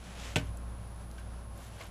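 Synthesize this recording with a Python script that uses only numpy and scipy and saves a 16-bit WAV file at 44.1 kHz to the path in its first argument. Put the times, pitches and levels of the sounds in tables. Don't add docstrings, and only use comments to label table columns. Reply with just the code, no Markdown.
import sys
import numpy as np
from scipy import signal
from scipy.fft import rfft, irfft
from scipy.io import wavfile
from scipy.ndimage import uniform_filter1d

SR = 44100
rng = np.random.default_rng(int(sys.argv[2]) if len(sys.argv) > 2 else 0)


def ratio(d):
    e = np.asarray(d, float) / 20
    return 10 ** e


def inscribe(sig):
    pcm = np.round(np.clip(np.atleast_2d(sig).T, -1, 1) * 32767)
    wavfile.write(sys.argv[1], SR, pcm.astype(np.int16))


N = 83790
T = np.arange(N) / SR
BLADE_CONTACT_S, TABLE_CONTACT_S = 0.00047, 0.0016


def noise():
    return rng.standard_normal(N)


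def unit(x):
    return x / np.sqrt(np.mean(x ** 2))


def colour(x, points):
    point_hz, point_db = np.array(points, float).T
    hz = np.maximum(np.arange(N // 2 + 1) * SR / N, 1)
    db = np.interp(np.log(hz), np.log(point_hz), point_db)
    return unit(irfft(rfft(x) * ratio(db), N))


def low(x, hz, order):
    return signal.sosfilt(signal.butter(order, min(hz, 0.45 * SR), fs=SR, output="sos"), x)


def high(x, hz):
    return signal.sosfilt(signal.butter(2, hz, "high", fs=SR, output="sos"), x)


def band(x, hz, width_hz, order):
    b, a = signal.iirpeak(min(hz, 0.45 * SR), hz / width_hz, fs=SR)
    for _ in range(order):
        x = signal.lfilter(b, a, x)
    return x


def walk(rate_hz):
    hold = int(SR / rate_hz)
    steps = np.repeat(rng.standard_normal(N // hold + 1), hold)
    slewed = uniform_filter1d(uniform_filter1d(steps, hold), hold)
    return unit(slewed[:N])


def fade(start_s, t60_s):
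    return (T >= start_s) * ratio(-60 * np.maximum(T - start_s, 0) / max(t60_s, 1e-4))


def ring(start_s, modes, contact_s):
    since = T - start_s
    swell = np.sin(np.pi / 2 * np.clip(since / contact_s, 0, 1)) ** 2
    tones = sum(ratio(db) * fade(start_s, t60) * np.sin(2 * np.pi * hz * since) for hz, db, t60 in modes)
    return swell * tones


# time in seconds, level in dB, brightness in dB per octave.
STROKE_PRESSURE = [
    [(.02, -61.5, 1), (.055, -54, 0), (.14, -53, -0.5), (.21, -48, 0), (.29, -47.5, 0), (.345, -54.5, 0),
     (.4, -58.5, -7.5), (.48, -56.5, -1), (.54, -84, -1)],
    [(.96, -78, -2), (1.02, -72, 2.5), (1.07, -75, 0), (1.175, -73.5, 4), (1.184, -56.5, -.5),
     (1.25, -74, 0)],
    [(1.53, -80, 1.5), (1.6, -64, 3), (1.67, -60, 1.5), (1.71, -66, 1.5), (1.75, -58.5, 0.5),
     (1.79, -55, -1.5), (1.813, -50, -1.5), (1.87, -55.5, -1), (1.9, -72, 1)],
]
# frequency in Hz, density in dB per Hz.
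SKIN_COLOUR = [(200, -6), (500, -4.5), (1900, -3.5), (3300, -3.5), (4500, -9), (7700, -10), (9000, -17),
               (15000, -28)]


def drag():
    slips_per_s, scatter_db, smear_s = 14000, 3, 0.00087
    slips = (rng.random(N) < slips_per_s / SR) * ratio(scatter_db * rng.exponential(size=N))
    smeared = signal.lfilter([1], [1, -np.exp(-1 / (smear_s * SR))], slips)
    flutter = ratio(0.8 * walk(60))
    rub = flutter * colour(smeared * noise(), SKIN_COLOUR)

    lows = [low(rub, hz, order=2) for hz in (700, 1400, 2800, 5600, 10000)]
    octaves = np.diff([0 * rub] + lows + [rub], axis=0)
    time_s, db, tilt = np.concatenate(STROKE_PRESSURE).T
    db, tilt = np.interp(T, time_s, db), np.interp(T, time_s, tilt)
    return sum(ratio(db + tilt * (k - 2.5)) * octave for k, octave in enumerate(octaves))


# frequency in Hz, level in dB, 60 dB decay in seconds.
EDGE_MODES = [(2680, -14.5, .01), (7600, -27.5, 0.0081)]
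EDGE_S = 0.3586


def edge_ping():
    return ring(EDGE_S, EDGE_MODES, BLADE_CONTACT_S)


# frequency in Hz, level in dB, 60 dB decay in seconds.
TABLE_MODES = [(98.1, -32, .8), (112.2, -27.5, .4), (140.6, -30.5, 0.2), (154.8, -27.5, 0.2),
               (198.5, -33.5, .12), (232, -33, 0.16), (279.2, -35, .3), (352.5, -41, 0.17),
               (468.5, -29.5, 0.12), (611, -30, 0.13), (798, -38.5, 0.098), (916, -39.5, 0.094)]


def table_thump():
    return high(ring(0.3608, TABLE_MODES, TABLE_CONTACT_S), 75)


# time in seconds, blade level in dB, crack level in dB.
BOUNCES = [
    (.3590, 0.5, -1),
    (.3635, -5.5, -1.5),
    (0.3698, -20, -7.5),
    (.382, -35, -11.5),
    (.396, -27, -17),
]
# frequency in Hz, level in dB, 60 dB decay in seconds.
BLADE_MODES = [(1524.5, -37.5, 0.12), (1789, -41, 0.11), (2100, -51, 0.09), (2230, -48, .08),
               (2275, -35, .1), (2410, -41, .06), (2610, -36, 0.084), (2890, -47, 0.094), (3036, -39, 0.14),
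               (3290, -47, 0.079), (3468, -34.5, 0.07), (5130, -42, .06)]
# frequency in Hz, density in dB per Hz.
CRACK_COLOUR = [(300, 1.5), (700, -1), (1150, -11), (2400, 1), (3500, -4.5), (4300, -9), (8000, -13),
                (16000, -30)]


def blade_bounces():
    crack_db, crack_t60_s, tail_db, tail_t60_s = -26, 0.031, -36, 0.21
    crack = colour(noise(), CRACK_COLOUR)
    out = ratio(tail_db) * fade(EDGE_S, tail_t60_s) * crack[::-1]
    for start_s, blade_db, bounce_db in BOUNCES:
        out = out + ratio(blade_db) * ring(start_s, BLADE_MODES, BLADE_CONTACT_S)
        out = out + ratio(crack_db + bounce_db) * fade(start_s, crack_t60_s) * crack
    return out


# time in seconds, peak level in dB, pitch in Hz, ring in seconds.
WET_TICKS = [(.041, -45.5, 5000, 0.0028), (.198, -43, 6500, 0.0035), (.2555, -52, 6100, .002),
             (.3965, -49, 12740, .002), (.4540, -58, 12000, .003), (.470, -52, 7800, .006),
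             (.5705, -47, 10400, .002), (.5715, -56, 12960, .002), (.5725, -44, 7600, .003),
             (1.015, -56, 6000, .004), (1.1125, -49.5, 6540, .003), (1.1125, -54, 4000, 0.0036),
             (1.113, -57, 12000, .003), (1.130, -57, 12000, .003), (1.181, -49, 3000, .004),
             (1.181, -52, 5470, .004), (1.188, -60, 12000, .003), (1.200, -59, 12000, .003),
             (1.561, -57, 11800, .003), (1.5765, -51, 11800, .003), (1.5765, -48.5, 7040, .002),
             (1.595, -57, 12000, .002), (1.649, -53, 12000, .002), (1.723, -57, 12000, 0.0033),
             (1.8125, -48, 11800, .003), (1.8125, -44, 4550, .004), (1.811, -41.5, 2200, 0.0084),
             (1.836, -48, 7000, .002), (1.843, -51, 12000, .003), (1.869, -49, 11500, .002)]


def wet_ticks():
    source = noise()
    out = np.zeros(N)
    for k, (start_s, peak_db, hz, ring_s) in enumerate(WET_TICKS):
        burst = np.roll(source, 997 * k) * fade(start_s, 4 * ring_s)
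        click = band(burst, hz, min(2500, hz / 2), order=2)
        out = out + ratio(peak_db) * click / np.abs(click).max()
    return out


# time in seconds, frequency in Hz, level in dB, 60 dB decay in seconds.
BLADE_PINGS = [
    (1.182, 1570, -46, 0.069),
    (1.182, 2300, -55, .06),
    (1.808, 2144, -47.5, 0.1),
    (1.808, 1600, -53, .08),
    (1.805, 657, -45, 0.11),
    (1.808, 1082, -47.5, 0.13),
]


def blade_pings():
    return sum(ring(start_s, [(hz, db, t60_s)], TABLE_CONTACT_S) for start_s, hz, db, t60_s in BLADE_PINGS)


# start in seconds, end in seconds, clicks per second, level in dB.
SCALE_CRACKLE = [
    (.2, .33, 1500, -73),
    (1.56, 1.697, 1400, -69.5),
    (1.748, 1.88, 1500, -73),
]


def scale_crackle():
    when = rng.random(N)
    size = ratio(2.4 * rng.exponential(size=N)) * np.sign(noise())
    clicks = np.zeros(N)
    for start_s, end_s, rate, db in SCALE_CRACKLE:
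        clicks = clicks + ratio(db) * ((T > start_s) & (T < end_s) & (when < rate / SR))
    return 10 * band(clicks * size, 12000, 3300, order=2)


# time in seconds, level in dB.
HUM_SWELL = [(0, -43), (.03, -51.5), (.14, -47), (.29, -42.5), (.35, -45), (.49, -38), (.58, -42),
             (.68, -39.5), (.8, -45), (1.0, -45), (1.2, -44), (1.36, -42), (1.45, -46), (1.52, -43),
             (1.6, -48.5), (1.78, -49), (1.82, -60), (1.87, -46.5)]
# multiple of the running pitch, level in dB.
HUM_LINES = [(.45, -13), (1, 0), (3, -20), (4, -28)]
# frequency in Hz, width in Hz, level in dB.
CABINET_MODES = [(95.9, 13.3, -54), (110.9, 11.2, -54.5), (179.9, 12.7, -61.5), (331.8, 10.3, -68.5),
                 (566, 60, -65.5), (1071, 10, -68.5)]


def freezer():
    hum_hz, wander, mean_db = 58.9, 0.0017, -43.5
    cabinet_follow = 0.35
    phase = 2 * np.pi * np.cumsum(hum_hz * (1 + wander * walk(3.8))) / SR
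    swell = ratio(np.interp(T, *np.array(HUM_SWELL, float).T))
    hum = np.sqrt(2) * swell * sum(ratio(db) * np.sin(k * phase) for k, db in HUM_LINES)
    rumble = sum(ratio(db) * unit(band(noise(), hz, width, order=2)) for hz, width, db in CABINET_MODES)
    return hum + (swell / ratio(mean_db)) ** cabinet_follow * rumble


# frequency in Hz, density in dB per Hz.
AIR_COLOUR = [(35, -14), (90, -5.5), (220, -2), (300, -11), (700, -9), (1550, -15.5), (1900, -22),
              (8500, -32.5)]


def porch_air():
    breath_db = 0.6 * walk(2.2) + 1.08 * walk(19.98)
    return ratio(-52.5 + breath_db) * low(colour(noise(), AIR_COLOUR), 9100, order=4)


# frequency in Hz, width in Hz, level in dB.
INSECT_BANDS = [(10185, 1430, -66), (13500, 2600, -80.5)]


def insects():
    throb = ratio(1.4 * walk(3.6) + 0.4 * walk(90))
    return throb * sum(ratio(db) * unit(band(noise(), hz, width, order=3)) for hz, width, db in INSECT_BANDS)


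def scene():
    background = freezer() + porch_air() + insects()
    cutting = drag() + wet_ticks() + blade_pings()
    knock = edge_ping() + table_thump() + blade_bounces()
    return (background + cutting + knock + scale_crackle())[None]


def band_limit(x):
    return signal.sosfilt(signal.butter(12, 15650, fs=SR, output="sos"), x)


def record(dry):
    mix = high(low(dry, 14400, order=16), 20)
    return band_limit(mix)


dry = scene()
out = record(dry)
inscribe(out)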